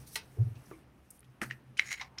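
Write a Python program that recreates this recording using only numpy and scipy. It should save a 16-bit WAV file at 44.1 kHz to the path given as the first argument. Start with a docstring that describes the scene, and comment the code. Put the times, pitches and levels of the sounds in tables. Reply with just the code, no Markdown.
"""A faint rustle and a low boom sound over room noise as a plastic bottle is picked up from a desk.
Its thin wall buckles in crackles, its body rings in damped modes and a dent springs back. A soft thud
sets the desk swinging and rattling. Then the screw cap is twisted open: the seal snaps and the cap
chatters along its thread by stick-slip friction, all in a quiet room near a laptop microphone."""
import sys
import numpy as np
from scipy import signal
from scipy.fft import rfft, irfft, next_fast_len
from scipy.io import wavfile
from scipy.ndimage import uniform_filter1d, map_coordinates

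SR = 44100
rng = np.random.default_rng(int(sys.argv[2]) if len(sys.argv) > 2 else 0)


def put_to_file(sound):
    """Save the sound as 16-bit audio at rate SR, in the file named by the first command-line argument."""
    columns = np.atleast_2d(sound).T  # one column per channel
    safe = np.clip(columns, -1, 1)
    whole_steps = np.round(safe * 32767)
    wavfile.write(sys.argv[1], SR, whole_steps.astype(np.int16))


N = 97020


def amp(db):
    """Amplitude ratio of a level in decibels."""
    return 10 ** (np.asarray(db) / 20)


def unit(x):
    """Normalisation to an rms of 1."""
    return x / np.sqrt(np.mean(x ** 2) + 1e-20)


def along(points, hz):
    """Interpolation of (frequency [Hz], value) points on a logarithmic frequency axis."""
    f, values = np.transpose(points)
    return np.interp(np.log(hz + 1), np.log(f + 1), values)


def envelopes(rows):
    """Amplitude envelopes, one per level column of (time [s], level [dB], ...); the end values hold."""
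    times, *columns = np.transpose(rows)
    return [amp(np.interp(np.arange(N) / SR, times, db)) for db in columns]


def filtered(x, response):
    """Linear filtering: the spectrum is multiplied by a frequency response."""
    size = next_fast_len(len(x) + 8192)
    return irfft(rfft(x, size) * response(np.fft.rfftfreq(size, 1 / SR)), size)[:len(x)]


def resonance(f, hz, width_hz):
    """Band-pass response of a damped second-order resonator."""
    return 1j * f * width_hz / (hz * hz - f * f + 1j * f * width_hz)


def add(track, start, sound):
    """Superposition of a sound on a track from a start time in seconds."""
    part = track[round(start * SR):][:len(sound)]
    part += sound[:len(part)]


def ring(modes, rise_s, scatter_db, sign=1):
    """Free vibration after a blow: a sum of exponentially damped modes."""
    t = np.arange(SR) / SR
    partials = (sign ** k * amp(db + scatter_db * rng.normal() - 60 * t / t60)
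                * np.sin(2 * np.pi * hz * t) for k, (hz, db, t60) in enumerate(modes))
    return (1 - np.exp(-t / rise_s)) * sum(partials)


def patchy_noise(spectrum, patchy_db):
    """Coloured noise, modulated by random patches of gain in time and frequency."""
    bins = signal.stft(rng.standard_normal(N), nperseg=512)[2]
    patches = uniform_filter1d(rng.standard_normal(bins.shape), size=14, axis=0)
    patches = uniform_filter1d(patches, size=6, axis=1)
    noise = signal.istft(bins * amp(patchy_db * unit(patches)), nperseg=512)[1][:N]
    return unit(filtered(noise, lambda f: amp(along(spectrum, f))))


def rustle():
    """Random amplitude modulation gives treble noise the grain of a rustle."""
    # Envelope of the rustle: (time [s], level [dB])
    levels = [(0, -57.5), (.06, -64.5), (.075, -50), (.105, -57.5), (.15, -48.5), (.2, -68), (.39, -68.5),
              (.55, -70.5), (.57, -68), (.7, -64), (.8, -71.5), (.85, -79.5), (1.0, -77.5), (1.03, -77),
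              (1.06, -75.5), (1.4, -79), (1.46, -58), (1.56, -72.5), (1.62, -79), (2.2, -79.5)]
    # Spectral density of the rustle: (frequency [Hz], relative level [dB])
    spectrum = [(1470, -27), (2500, -16.5), (4340, -9), (5650, -4), (7080, -8), (9150, -0.5), (10100, -2.5),
                (15200, -6.5), (16000, -15)]
    grain_db, grain_s = 1.5, 0.0012
    grain = amp(grain_db * unit(uniform_filter1d(rng.standard_normal(N), size=round(grain_s * SR))))
    return envelopes(levels)[0] * unit(grain * patchy_noise(spectrum, patchy_db=2.0))


def room_noise():
    """The noise floor: a continuous spectrum with most of its power in the bass."""
    # Spectral density of the room noise: (frequency [Hz], relative level [dB])
    spectrum = [(15, -44), (35, -11), (52, -7), (66, 4), (90, -6.5), (150, -4), (300, -8.5), (450, -14),
                (840, -17.5), (1400, -20.5), (2760, -26), (4490, -36.5), (16000, -53.5)]
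    # Envelope of the room noise: (time [s], level [dB])
    levels = [(0, -55.5), (.08, -59), (.59, -58), (.73, -57), (.95, -63), (1.2, -62.5), (1.79, -61),
              (1.91, -62), (2.2, -61.5)]
    return envelopes(levels)[0] * patchy_noise(spectrum, patchy_db=0.87)


def desk_boom(hz=127.6):
    """The desk booms on one low tone that comes and goes by slow amplitude modulation."""
    # Envelope of the boom: (time [s], level [dB])
    levels = [(0, -49.5), (.15, -79), (.33, -55), (.37, -66.5), (.55, -68), (.6, -48.5), (.65, -74),
              (.72, -56.5), (.76, -83), (.88, -60), (.92, -92), (1.07, -66), (1.14, -86), (1.3, -53.5),
              (1.4, -79), (1.46, -49), (1.51, -48), (1.56, -53), (1.6, -74), (1.7, -51.5), (1.8, -74),
              (1.86, -56.5), (1.95, -77), (2.06, -61), (2.2, -68.5)]
    return envelopes(levels)[0] * np.sqrt(2) * np.sin(2 * np.pi * hz * np.arange(N) / SR)


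def wall_crackles():
    """Buckling of a thin shell: a click, then rough grains, excite a narrow ring and a broad crack."""
    # Buckles: (time [s], level [dB], ring frequency [Hz], ring bandwidth [Hz], crack re ring [dB],
    # crack lower edge [Hz], crack upper edge [Hz], hold [s], t60 [s])
    buckles = [(0.1563, -47, 3930, 500, 9.5, 630, 5500, 0.0015, 0.16),
               (0.1566, -40.5, 8760, 1500, 7, 1790, 15400, 0.0011, 0.083),
               (.3700, -56.5, 437, 193, 2.5, 198, 556, 0.037, 0.039),
               (0.5545, -62.5, 2580, 900, -2.5, 1500, 7140, 0.0016, 0.12),
               (0.658, -68, 6060, 900, -0.5, 4500, 14100, 0.0075, 0.023),
               (0.7118, -47.5, 1117, 298, -8.5, 613, 2330, 0.0009, 0.066),
               (0.725, -62.5, 2230, 199, -20, 1000, 3000, 0.021, 0.057),
               (1.105, -51, 8030, 700, 3, 7800, 16400, 0.0053, 0.018),
               (1.109, -77, 9300, 700, 12.5, 6400, 16200, 0.067, 0.035),
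               (1.1513, -64, 10300, 900, -3, 6000, 14000, 0.0014, 0.029),
               (1.192, -52.5, 9700, 905, -16, 6000, 12100, 0.0025, 0.01),
               (1.2055, -54, 10760, 1490, -0.5, 6100, 12900, 0.0008, 0.0099),
               (1.229, -63.5, 2070, 790, 2, 1200, 3080, 0.0018, 0.016),
               (1.244, -68.5, 3380, 900, -2, 3000, 11200, 0.0015, 0.047),
               (1.413, -46.5, 1500, 880, -24, 1000, 3000, 0.0025, 0.006),
               (1.4163, -25, 1620, 865, -13, 5000, 16000, 0.00044, 0.0057),
               (1.4170, -44, 258, 160, -2, 220, 950, 0.013, 0.073),
               (1.4180, -38.5, 1640, 770, -7, 2200, 12400, 0.018, 0.078),
               (1.499, -50, 2160, 900, -20, 2000, 3970, 0.009, 0.013),
               (1.511, -50.5, 2280, 1190, -8.5, 2000, 7066, 0.0089, 0.071),
               (1.7698, -51, 2400, 910, -3.5, 1500, 7000, 0.003, 0.014),
               (1.774, -45, 2990, 400, -2.5, 1420, 9600, 0.0026, 0.11),
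               (1.7897, -32.5, 2190, 806, -11, 1500, 6680, 0.0023, 0.0062),
               (1.9270, -35.5, 6360, 900, -4.5, 4000, 13300, 0.0017, 0.015),
               (2.01, -45.5, 970, 530, -3.5, 4650, 5420, 0.01, 0.11),
               (2.116, -63.5, 870, 510, -18, 520, 2090, 0.068, 0.028),
               (2.177, -54.5, 1800, 1180, -6, 1050, 4000, 0.013, 0.0055),
               (2.1843, -34, 5440, 590, -8, 1890, 5740, 0.0024, 0.022),
               (2.1970, -52.5, 5000, 890, 8, 1920, 8900, 0.0018, .03)]
    # Resonances of the wall: (frequency [Hz], bandwidth [Hz], level re the flat spectrum [dB])
    wall_modes = [(870, 50, 7), (1510, 67, 7.5), (2540, 130, 9), (3220, 310, 2), (4000, 280, 0.5),
                  (5680, 1300, 6.5), (8960, 980, 9), (9750, 1500, 5), (11800, 2300, 3.5)]
    scatter_db, click_db = 2, 12
    out, t = np.zeros(N), np.arange(SR // 4) / SR
    wall = lambda f: np.sqrt(1 + sum(np.abs(amp(db) * resonance(f, hz, width)) ** 2
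                                     for hz, width, db in wall_modes))
    for start, db, hz, width, crack_db, bottom, top, hold, t60 in buckles:
        ring_band = lambda f: resonance(f, hz, width) ** 2
        crack_band = lambda f: wall(f) / (1 + (f / top) ** 8) / (1 + (bottom / (f + 1)) ** 4)
        decay = amp(-60 * np.maximum(t - hold, 0) / t60)
        grains = rng.standard_normal((2, len(t))) * amp(scatter_db * rng.exponential(size=(2, len(t))))
        for force, band, level_db in zip(grains, (ring_band, crack_band), (db, db + crack_db)):
            steady_rms = np.std(filtered(force, band))
            force[20] = amp(click_db)  # the opening click
            add(out, start, amp(level_db) * filtered(force * decay, band) / steady_rms)
    return out


def dent_pop():
    """Snap-through: a dent springs back once and leaves the wall ringing."""
    # Modes of the dent: (frequency [Hz], relative level [dB], t60 [s])
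    modes = [(907, -6.5, 0.17), (1450, -4, 0.067), (1936, 3.5, 0.078), (2000, -4, 0.11), (2166, 2.5, 0.078),
             (2630, 2, 0.06), (3460, 1.5, 0.043), (4090, 6, 0.042)]
    out = np.zeros(N)
    add(out, start=0.1566, sound=amp(-38.5) * ring(modes, rise_s=0.0005, scatter_db=1.2, sign=-1))
    return out


def knocks_and_clicks():
    """Modal decay: each knock or click rings at its own pitch, and its higher modes die faster."""
    # Low hollow knocks and short high ringing clicks:
    # (time [s], level [dB], pitch [Hz], rise [s], t60 of the lowest mode [s], upper mode gain [dB])
    knocks = [(.1570, -50.5, 433, 0.0018, 0.12, 10.5), (0.714, -35.5, 392, 0.00053, 0.03, 2.5),
              (.724, -45, 323.4, 0.006, 0.15, 1.5), (1.417, -38.5, 221, 0.00098, 0.098, 1.5),
              (1.51, -26.5, 1857, 0.00075, 0.012, 8.5), (1.5254, -44, 1940, .0004, 0.0099, 3),
              (1.701, -57.5, 228.5, 0.0057, 0.2, -1.5), (1.997, -30.5, 2127, .0015, 0.039, -26)]
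    # Modes of each knock or click: (frequency ratio [1], relative level [dB])
    mode_ratios = [(1, 4), (1.5, -5), (1.95, -10.5), (2.8, -14.5), (3.1, -3), (5.7, -10)]
    out = np.zeros(N)
    for start, db, hz, rise_s, t60, upper_db in knocks:
        modes = [(hz * ratio, mode_db + upper_db * (k > 0), t60 / ratio ** 1.9)
                 for k, (ratio, mode_db) in enumerate(mode_ratios)]
        add(out, start, amp(db) * ring(modes, rise_s, scatter_db=-2.5))
    return out


def desk_thud():
    """After a soft thud the desk swings in fading bursts; forced vibration makes something loose buzz."""
    # Swings of the desk: (time [s], duration [s], peak level [dB], mid-swing frequency [Hz])
    swings = [(0.381, 0.068, -18.5, 113.7), (0.44, 0.059, -27.5, 113), (0.492, .052, -36, 109),
              (.553, 0.031, -41, 114)]
    glide_hz_per_s, rattle_exponent = 500, 0.53
    thud = np.zeros(N)
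    for start, length, db, hz in swings:
        t = np.arange(round(length * SR)) / SR
        cycles = hz * t + glide_hz_per_s * t * (t - length) / 2
        add(thud, start, amp(db) * np.sin(np.pi * t / length) ** 1.46 * np.sin(2 * np.pi * cycles))
    buzz = unit(filtered(rng.standard_normal(N), lambda f: resonance(f, hz=290, width_hz=290) ** 2))
    swing_amplitude = np.abs(signal.hilbert(thud))
    return thud + amp(-42) * swing_amplitude ** rattle_exponent * buzz


def thread_friction():
    """Stick-slip friction: small uneven slips along the thread drive the cap's resonances."""
    # Resonances of the rubbing cap: (frequency [Hz], bandwidth [Hz], relative level [dB])
    modes = [(2060, 470, 0), (3840, 930, -4), (5720, 800, 1.5), (6730, 670, 7), (8420, 440, 3),
             (9100, 3100, -9.5)]
    # Envelopes of the twist: (time [s], low resonance level [dB], upper resonances level [dB])
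    twist = [(1.787, -49, -66), (1.806, -41, -57), (1.83, -52, -70), (1.865, -53, -52), (1.89, -49.5, -52),
             (1.903, -56.5, -52.5), (1.914, -41, -42.5), (1.947, -42.5, -54.5), (1.955, -61, -57),
             (1.985, -48.5, -70), (1.993, -60, -58.5), (1.998, -45.5, -92), (2.027, -50.5, -84),
             (2.038, -55.5, -90), (2.08, -66, -80)]
    slips_per_s, scatter_db = 850, 1.5
    sways_per_s, sway_depth = 70, 0.05
    slips = (rng.random(N) < slips_per_s / SR) * rng.choice([-1, 1], size=N)
    slips = slips * amp(scatter_db * rng.standard_normal(N))
    force = unit(slips) + 0.56 * rng.standard_normal(N)
    # The fingers bend the low resonance: a random crossfade between a flat and a sharp tuning.
    wander = map_coordinates(rng.standard_normal(200), [np.arange(N) * sways_per_s / SR])
    sway = np.pi / 4 * (1 + np.tanh(wander))
    low_hz, low_width, _ = modes[0]
    low = np.zeros(N)
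    for share, tuning in ((np.cos(sway), 1 - sway_depth), (np.sin(sway), 1 + sway_depth)):
        low += filtered(force * share, lambda f: resonance(f, low_hz * tuning, low_width) ** 2
                        + amp(-6) * resonance(f, hz=2000, width_hz=1100))
    upper = filtered(force, lambda f: sum((-1) ** k * amp(db) * resonance(f, hz, width) ** 2
                                          for k, (hz, width, db) in enumerate(modes[1:])))
    start, end = twist[0][0] - 0.01, twist[-1][0] + 0.019
    low_gain, upper_gain = envelopes([(start, -120, -120), *twist, (end, -120, -120)])
    return low_gain * unit(low) + upper_gain * unit(upper)


def cap_snaps(cutoff_hz=1270):
    """Impulses ring the cap's modes in sharp, thin clicks, with the bass filtered out."""
    # Clicks, the first being the breaking seal: (time [s], level [dB], upper mode gain [dB])
    snaps = [(1.7950, -10.5, -2.5), (1.8906, -41, -7), (1.9077, -34, -4), (1.917, -27, -3),
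             (1.9225, -44, -23), (1.9280, -28, 3.5), (1.9420, -32, -2), (2.0035, -46, 8),
             (2.0140, -32.5, 8), (2.0205, -36.5, -1)]
    # Modes of the cap: (frequency [Hz], relative level [dB], t60 [s])
    cap_modes = [(2104, 4, 0.014), (2340, 9.5, 0.0021), (2810, -15, 0.021), (3994, -13, 0.03),
                 (5240, -8, 0.0063), (5820, -12, 0.009), (9000, -30, 0.0073)]
    out = np.zeros(N)
    for start, db, upper_db in snaps:
        modes = []
        for k, (hz, mode_db, t60) in enumerate(cap_modes):
            detune, gain_db = (0.011, 0) if k < 2 else (0.037, upper_db)
            modes.append((hz * (1 + detune * rng.normal()), mode_db + gain_db, t60))
        add(out, start, amp(db) * ring(modes, rise_s=0.00024, scatter_db=0.7))
    return filtered(out, lambda f: 1 / (1 + (cutoff_hz / (f + 1)) ** 4))


def reverberation(x):
    """Absorption in a small soft room makes the diffuse tail decay faster at high frequencies."""
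    # Reverberation time: (frequency [Hz], t60 [s])
    decay_times = [(200, 0.7), (2000, 0.19), (12000, 0.066)]
    hz, t, bins = signal.stft(rng.standard_normal(SR // 3), SR, nperseg=256)
    tail = signal.istft(bins * amp(-60 * t / along(decay_times, hz)[:, None]), SR, nperseg=256)[1]
    delayed = np.pad(x, (200, 0))
    return signal.fftconvolve(delayed, tail / np.linalg.norm(tail))[:N]


def scene():
    """Superposition of the bottle, its reverberation, the desk, the rustle and the room noise."""
    bottle = wall_crackles() + knocks_and_clicks() + dent_pop() + cap_snaps() + thread_friction()
    background = rustle() + room_noise()
    return (bottle + amp(-17) * reverberation(bottle) + desk_boom() + desk_thud() + background)[None]


def record(dry):
    """The microphone's frequency response colours the treble and ends at a band limit."""
    # Dips of the microphone housing: (frequency [Hz], gain [dB])
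    housing = [(2800, -0.5), (3450, -1.5), (3900, 0), (6800, -2), (7400, -5.5), (8000, -3.5)]
    limit_hz = 15900
    return filtered(dry[0], lambda f: amp(along(housing, f)) * (f < limit_hz))[None]


dry = scene()
out = record(dry)
put_to_file(out)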